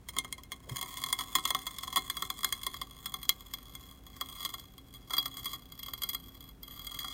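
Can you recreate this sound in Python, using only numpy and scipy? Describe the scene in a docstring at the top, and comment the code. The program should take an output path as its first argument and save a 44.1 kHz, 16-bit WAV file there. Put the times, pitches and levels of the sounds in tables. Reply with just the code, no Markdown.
"""A small workshop, one microphone close to a fluted steel crushing roll. A stopped grinding wheel is
turned slowly against the roll. Pushed in surges, its grains break one by one and in dense crumbling
runs; every break rings the roll, the wheel and the machine frame. The roll's notes shift as the contact
moves over its flutes. Early on the machine gives one soft thud; behind it all, motor hum and air."""
import sys
import numpy as np
from scipy import signal
from scipy.fft import rfft, irfft, next_fast_len
from scipy.io import wavfile
from scipy.ndimage import uniform_filter1d

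SR = 44100
rng = np.random.default_rng(int(sys.argv[2]) if len(sys.argv) > 2 else 0)


def wav_out(sig):
    """Save sig, one row per channel (or a flat mono array), as 16-bit PCM at SR to the path in sys.argv[1]."""
    wavfile.write(sys.argv[1], SR, np.round(np.clip(np.atleast_2d(sig).T, -1, 1) * 32767).astype(np.int16))


N = 314534
RING_SIZE = 4096  # every body's ring is cut off after this many samples

# grains that break loudly: (time [s], roll level [dB], knock rel. roll [dB], crumbling time [s])
GRAIN_BREAKS = [(0.0873, -42.5, -8, 0.0021), (0.1657, -40, 2.5, 0.00077), (0.1854, -30.5, -12, 0.00049),
                (0.2463, -46.5, 1.5, 0.0008), (0.3263, -39.5, -12.5, 0.0002), (0.3807, -52, 2, 0.003),
                (0.4348, -55.5, -20, 0.00033), (0.5189, -39.5, -5, .0023), (0.6948, -45.5, -2.5, 0.0012),
                (0.7593, -42.5, -4.5, 0.00044), (0.7677, -40, -11, .0003), (0.812, -38.5, -6, 0.00091),
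                (0.8275, -42.5, -5, .001), (0.9712, -40.5, -9, 0.0065), (1.0381, -33, -7.5, 0.00031),
                (1.0624, -41, -2, 0.00095), (1.1273, -28, -7.5, 0.00076), (1.189, -35, -2, 0.0057),
                (1.2085, -38, -2, 0.002), (1.3531, -25.5, -0.5, 0.0024), (1.3847, -39, 2.5, .0003),
                (1.453, -29.5, -2.5, 0.00059), (1.476, -38, -5, 0.005), (1.5051, -29.5, -4.5, 0.00027),
                (1.548, -31, 2.5, 0.00073), (1.6671, -34.5, -5.5, 0.0023), (1.7849, -40, -8, 0.00059),
                (1.8329, -39.5, -1.5, 0.00044), (1.8774, -41.5, 1.5, 0.0014), (1.927, -39.5, -0.5, 0.0036),
                (1.9598, -29, -2.5, 0.00023), (1.969, -28, 2, 0.0028), (2.0993, -32.5, -6, 0.0014),
                (2.169, -37.5, -3.5, 0.00092), (2.2225, -34, .5, 0.00067), (2.3017, -34, -3.5, 0.00061),
                (2.4318, -38, -1, 0.00018), (2.4454, -28, -8, .0004), (2.525, -31, -10.5, 0.0003),
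                (2.6328, -40.5, -10, 0.0011), (2.6657, -32.5, -3, .0006), (2.742, -42.5, -1, 0.00043),
                (2.8149, -37, -1, .0007), (3.0579, -36.5, -7.5, 0.0015), (3.1401, -35.5, -3.5, 0.00049),
                (3.23, -43, -9, 0.00065), (3.2924, -23.5, -15, 0.00028), (3.537, -37.5, -10, 0.00044),
                (3.7518, -45, -9.5, 0.00024), (4.2111, -34.5, -2, 0.00031), (4.4289, -41, -8, 0.01),
                (4.4497, -31, -7, 0.0026), (4.5391, -38.5, -3.5, .0015), (4.5964, -50.5, -26, 0.00076),
                (4.78, -52.5, -7, 0.00074), (4.939, -48, -11.5, 0.008), (5.1062, -37.5, -3.5, 0.00079),
                (5.1342, -32.5, -6.5, 0.0011), (5.167, -35, -8, 0.0011), (5.181, -25.5, -11.5, 0.000082),
                (5.257, -34.5, -6.5, 0.0013), (5.3696, -42, -7.5, .015), (5.4446, -44.5, -12, 0.00092),
                (5.4569, -34.5, -6, 0.0018), (5.532, -39, -3, 0.0039), (5.7206, -48, -10, .001),
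                (5.7916, -45.5, -15, 0.00089), (5.8309, -42, -13, 0.00038), (5.861, -44, -10, 0.0012),
                (5.8833, -42.5, -2, 0.0028), (5.9352, -38.5, -9, .0005), (6.0192, -37, -9, 0.0011),
                (6.0347, -34, -12.5, 0.00087), (6.0899, -35.5, -14, 0.0014), (6.0991, -43, -22, 0.00083),
                (6.1322, -42, -9, 0.0025), (6.147, -35.5, -9, 0.00061), (6.406, -52, -12, 0.00078),
                (6.489, -54, -8, .002), (6.631, -46.5, -14, 0.00073), (6.8678, -40.5, -18, 0.00083),
                (6.9896, -35.5, -17, 0.0095), (7.0438, -40, 0, 0.00081)]
# how hard the wheel is pushed, in surges with brief rests: (time [s], crumbling level [dB])
SURGES = [(0, -86), (.15, -63.5), (.45, -76.5), (.66, -68), (.76, -53.5), (1.05, -52.5), (1.75, -55.5),
          (2.15, -51.5), (2.6, -53), (2.9, -59), (3.25, -57.5), (4.0, -63), (4.45, -47.5), (4.75, -70.5),
          (5.06, -65), (5.14, -45), (5.25, -54.5), (5.52, -52.5), (5.66, -66.5), (6.05, -57), (6.25, -62),
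          (6.58, -66), (6.72, -55), (7.13, -48.5)]

# drift of the contact: (starting value, change over the whole travel, extra while the roll is slack)
ROLL_PITCH, ROCKING_PITCH = (1.0106, -.017, -0.024), (0.97, 0.064, -0.017)  # frequency ratios
ROLL_RING = (0.55, 0.59, .05)  # ratio of ring times
WHEEL_DB, CENTRE_DB, CRUMBLE_KNOCK_DB = (1, -8.5, 0.5), (-9, -5, 6), (-0.5, -7.5, 3)  # rel. roll
BASE_DB = (-17.5, 5.5, 11)  # rel. knock


def cracks(bodies):
    """A grain creaks under the load and snaps; its splinters are crushed at once, the debris later."""
    creak_s, creak_db, settle_s = 0.0077, -3, .012  # build-up before the snap, settling after it
    lead, size = 440, 1760
    t = (np.arange(size) - lead) / SR
    debris_shape = np.exp(-abs(t) / np.where(t < 0, creak_s, settle_s)) * undb(creak_db * (t < 0))
    out = np.zeros(N)
    for s, db, knock_db, crumble_s in GRAIN_BREAKS:
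        splinters = grit(size, rate=4000, spread_db=4) * (t > 0) * np.exp(-abs(t) / (3.2 * crumble_s))
        debris = grit(size, rate=1700, spread_db=-1.5) * debris_shape
        debris_db = -9 - .5 * max(db + 42, 0)  # the hardest snaps are the cleanest
        force = (t == 0) + unit(splinters) + undb(debris_db) * unit(debris)
        strength = undb(db) * np.sqrt(SR / 100)
        # the less a grain knocks the frame, the brighter it snaps
        bright_db = 0.2744 * (-6.5 - knock_db) + 1.16 * rng.standard_normal()
        add(out, s - lead / SR, radiate(strength * unit(force), s, bodies, knock_db, bright_db))
    return out


def crumbling(bodies):
    """Small grains give way in uneven flurries, more under a harder push, and damp the roll a little."""
    push_db = effort(np.arange(N) / SR)
    grains_per_s = 1000 * undb(.5 * (push_db + 56))
    grains = grit(N, rate=grains_per_s, spread_db=4.5) * undb(2.54 * walk(130))
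    power = np.maximum(uniform_filter1d(grains ** 2, SR // 20), 0)
    grains /= np.sqrt(power + 1e-6)  # evened out, so that the push sets the level
    grains *= undb(push_db - 0.43 + 1.67 * walk(35))
    force = (grains + chips()) * undb(catches())
    out, block = np.zeros(N), SR // 8
    for i in range(0, N, block):
        s = i / SR
        knock_db = drift(CRUMBLE_KNOCK_DB, s)
        add(out, s, radiate(force[i:i + block], s, bodies, knock_db, bright_db=0.73, ring_ratio=0.87))
    return out


def chips(mean_gap_s=.08, above_crumbling_db=4.5, spread_db=3.5):
    """The force of small grains that snap at uneven moments, louder under a harder push."""
    wait, size = rng.random((120, 2)).T
    times = np.cumsum(mean_gap_s * 2 * wait)
    levels_db = effort(times) + above_crumbling_db + spread_db * (2 * size - 1)
    force = np.zeros(N)
    for s, db in zip(times, levels_db):
        if s < N / SR:
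            add(force, s, undb([db]) * np.sqrt(SR / 100))
    return force


def catches(hold_s=0.024, dip_db=-4.5):
    """A grain holds the wheel back before it snaps: the dips of the crumbling, in dB."""
    dips = np.zeros(N)
    for s, *_ in GRAIN_BREAKS:
        add(dips, s - hold_s, np.linspace(0, dip_db, num=int(hold_s * SR)))
    return dips


def effort(s):
    """Level of the crumbling in dB at the times s: it follows the push, with a few gaps."""
    # brief gaps in the crumbling, and one longer pause near 6.6 s: (time [s], half length [s])
    gaps = [(0.619, 0.0084), (4.013, 0.014), (4.046, 0.0097), (6.581, 0.062)]
    dip = sum(np.exp(-((s - at) / half_length) ** 2) for at, half_length in gaps)
    return curve(SURGES, s) - 18 * dip


def drift(rule, s, seated_s=0.81, seating_s=0.19):
    """A property of the contact at time s: the wheel takes up the slack and travels as it is pushed."""
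    times = np.linspace(0, N / SR, num=200)
    travel = np.cumsum(undb(curve(SURGES, times)))
    slack = 1 / (1 + np.exp((s - seated_s) / seating_s))
    start, turned, loose = rule
    return start + turned * np.interp(s, times, travel / travel[-1]) + loose * slack


def radiate(force, s, bodies, knock_db, bright_db, ring_ratio=1):
    """A force at the contact rings all the bodies; knock lifts the low ones, bright the high ones."""
    # modes of the roll: (frequency [Hz], energy [dB], t60 [s])
    roll_notes = [(3323.3, -0.5, 0.043), (3382, -6, 0.0095), (3420, -21, 0.0057)]
    bending_pair = [(4740, 4.5, 0.024), (4890, -2.5, 0.018)]
    overtones = [(12030, 7, 0.018), (12120, 6, 0.0097), (14900, -7, 0.018), (15420, -12, 0.0083)]
    rocking = [(1059, 3.5, 0.032), (1154, 3.5, 0.034), (1326, -6.5, 0.052)]  # between its centres
    # strength of the roll's overtones: (time [s], level [dB])
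    overtone_levels = [(0, -22), (.6, -17), (.8, -7), (2.7, -8), (3.3, -3), (4.3, -6), (5.2, -5.5),
                       (6.1, -1.5), (6.7, 0.5), (7.13, -16)]
    # rasp of the porous wheel's countless short, overlapping modes: (frequency [Hz], level [dB])
    rasp_spectrum = [(300, -21.5), (900, -63), (1700, 9.5), (2550, -4.5), (3800, -18), (4500, 8.5),
                     (6000, -5.5), (8500, 6.5), (11000, -2), (13000, 2.5), (16000, 4.5)]
    frame, base, wheel, spindle, centre = bodies
    # the roll jumps clear for a moment: it rings longer, and wheel and centre are quieter
    clear = np.exp(-((s - 5.181) / 0.0094) ** 2)
    hold = drift(ROLL_RING, s) * ring_ratio * (1 + 1.2 * clear)
    wheel_db = drift(WHEEL_DB, s) + bright_db - 11 * clear
    centre_db = drift(CENTRE_DB, s) - 11 * clear
    overtones_db = curve(overtone_levels, s) + bright_db - .5
    bending_db = -10 + 20 * np.log10(hold)  # a loosely held roll bends more
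    pitch = drift(ROLL_PITCH, s) * (1 + 0.003 * rng.standard_normal())  # each grain grips differently
    rasp = unit(coloured(rasp_spectrum, RING_SIZE) * fade(0.01, RING_SIZE))
    size = next_fast_len(len(force) + RING_SIZE, True)
    highs = rfft(high_pass(force, hz=1800), size)  # small parts radiate no bass
    mids = rfft(high_pass(force, hz=610), size)
    paths = [(highs, ring(roll_notes, pitch, hold), 0),
             (highs, ring(bending_pair, pitch, hold), bending_db),
             (highs, ring(overtones, pitch, hold), overtones_db),
             (highs, wheel + undb(2.9) * rasp, wheel_db),
             (highs, spindle, -10.875 + 0.25 * wheel_db),
             (highs, centre, centre_db),
             (mids, ring(rocking, drift(ROCKING_PITCH, s)), knock_db - .3),
             (mids, frame, knock_db - 11.5),
             (rfft(force, size), base, knock_db + drift(BASE_DB, s))]
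    spectrum = sum(undb(db) * unit(drive * rfft(response, size)) for drive, response, db in paths)
    return irfft(spectrum, size) * np.sqrt(np.sum(force ** 2) * size / 2)


def machine_bodies():
    """The rings of the parts around the roll, whose notes stay put as the wheel turns."""
    # modes of each part: (frequency [Hz], energy [dB], t60 [s])
    frame = [(765, 0, .13), (1895, -1, .07)]
    base = [(152, -9.5, 0.15), (181, -1, 0.032), (248, -0.5, 0.13), (267.3, -1.5, 0.83),
            (306.4, -3.5, 0.16), (378, -3, 0.26), (426, -7.5, 0.18), (630, -11, 0.024)]
    wheel = [(5270, -5, 0.012), (6464, -1, 0.0046), (6920, 1.5, 0.0065), (7100, -24, 0.013),
             (7460, -2.5, 0.004), (7820, -16, 0.006), (8694, -3.5, 0.0067), (9430, 1.5, 0.021),
             (9595, -1.5, 0.011), (10570, -11, 0.025)]
    spindle = [(4118, 0, .075), (6170, -8, .08), (8320, -15, .04), (8568, -10, .055), (11258, -12, .07),
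               (13515, -12, .035)]  # long steel notes of the wheel's flange and spindle
    centre = [(2119, 0, 0.058)]  # the steel centre that carries the roll
    return [ring(modes) for modes in (frame, base, wheel, spindle, centre)]


def ring(modes, pitch=1, hold=1):
    """A struck body: neighbouring modes swing against each other, so close ones swell, then fade."""
    t = np.arange(RING_SIZE) / SR
    out = np.zeros(RING_SIZE)
    for k, (hz, db, t60) in enumerate(modes):
        mode = fade(t60 * hold, RING_SIZE) * np.sin(2 * np.pi * hz * pitch * t)
        out += (-1) ** k * undb(db) * unit(mode)
    return unit(out)


def bump():
    """The wheel scuffs as it starts to move, and the machine gives a soft thud."""
    # low scuffs: (time [s], band centre [Hz], level [dB], length [s])
    scuffs = [(0.647, 520, -54, 0.11), (0.695, 235, -49, 0.057)]
    # the thud: (time [s], frequency [Hz], level before its decay [dB], length [s])
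    thuds = [(0.713, 120, -30, 0.038)]
    out = np.zeros(N)
    for s, hz, db, length in scuffs:
        size = int(length * SR)
        noise = coloured([(hz / 3, -30), (hz / 1.3, 0), (hz * 0.96, 0), (hz * 3, -30)], size)
        add(out, s, undb(db) * np.hanning(size) * noise / noise.std())
    for s, hz, db, length in thuds:
        t = np.arange(int(length * SR)) / SR
        envelope = signal.windows.tukey(len(t), .5) * fade(0.091, len(t))
        add(out, s, undb(db) * np.sqrt(2) * envelope * np.sin(2 * np.pi * hz * t))
    return out


def room(x, t60, wet_db):
    """The close sound, followed by a faint, dull tail from the walls."""
    size = SR // 2
    tail = coloured([(200, 6), (2000, 7), (5000, -2), (15000, -3)], size) * fade(t60, size)
    tail[:SR // 150] = 0  # the gap before the first reflection
    return x + undb(wet_db) * signal.fftconvolve(x, unit(tail))[:N]


def workshop(air_db=-57):
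    """Room tone: wavering motor hum over a steady rush of air."""
    # motor hum: (frequency [Hz], rms level [dB])
    hum_tones = [(48.6, -61.5), (61, -64), (119.5, -66), (267, -68.5), (764, -80.5)]
    # rush of air: (frequency [Hz], relative level [dB])
    air_spectrum = [(24, -12), (44, -2.5), (80, -0.5), (140, -3), (260, -8), (400, -13.5), (600, -19.5),
                    (1200, -24), (2600, -31), (6000, -36), (16000, -38)]
    t = np.arange(N) / SR
    hum = np.zeros(N)
    for hz, db in hum_tones:
        amplitude = np.sqrt(2) * undb(db + 2.3 * walk(1.79))
        hum += amplitude * np.sin(2 * np.pi * hz * t + 1.7 * walk(3.94))
    return hum + undb(air_db) * np.sqrt(N) * unit(coloured(air_spectrum, N))


def grit(size, rate, spread_db):
    """Sparse clicks of unequal strength, about rate of them a second."""
    hit = rng.random(size) < rate / SR
    polarity = rng.choice([-1, 1], size)
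    return hit * polarity * undb(spread_db * np.minimum(rng.exponential(size=size), 4))


def walk(rate):
    """A smooth random wander with a spread of one, at rate steps a second."""
    k = int(SR / rate)
    steps = np.repeat(rng.standard_normal(N // k + 1), k)
    smooth = uniform_filter1d(uniform_filter1d(steps, k), k)[:N]
    return smooth / smooth.std()


def coloured(points, size):
    """Noise with a spectrum through (frequency [Hz], level [dB]) points."""
    hz, db = np.transpose(points)
    f = np.maximum(np.fft.rfftfreq(size, 1 / SR), 1)
    gain = undb(np.interp(np.log(f), np.log(hz), db))
    return irfft(rfft(rng.standard_normal(size)) * gain, size)


def fade(t60, size):
    """An exponential decay that loses 60 dB in t60 seconds."""
    return np.exp(-np.log(1000) * np.arange(size) / SR / t60)


def high_pass(x, hz):
    """Second-order high-pass."""
    return signal.lfilter(*signal.butter(2, hz, "high", fs=SR), x)


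def undb(db):
    """Decibels to gain."""
    return 10 ** (np.asarray(db) / 20)


def unit(x):
    """Scale to an energy of one."""
    return x / np.sqrt(np.sum(np.abs(x) ** 2) + 1e-18)


def curve(table, s):
    """A (time, value) table read at the times s."""
    return np.interp(s, *np.transpose(table))


def add(out, s, x):
    """Mix x into out from the time s on."""
    i = int(np.clip(s * SR, 0, N - 1))
    out[i:i + len(x)] += x[:N - i]


def scene():
    """Cracks and crumbling close up, through the same bodies, with the workshop behind; mono."""
    bodies = machine_bodies()
    machine = cracks(bodies) + crumbling(bodies) + bump()
    return (room(machine, t60=0.092, wet_db=-19) + workshop())[None]


def record(dry):
    """The top is cut steeply above 15.8 kHz."""
    return signal.sosfilt(signal.ellip(8, .2, 70, 15800, fs=SR, output="sos"), dry)


dry = scene()
out = record(dry)
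wav_out(out)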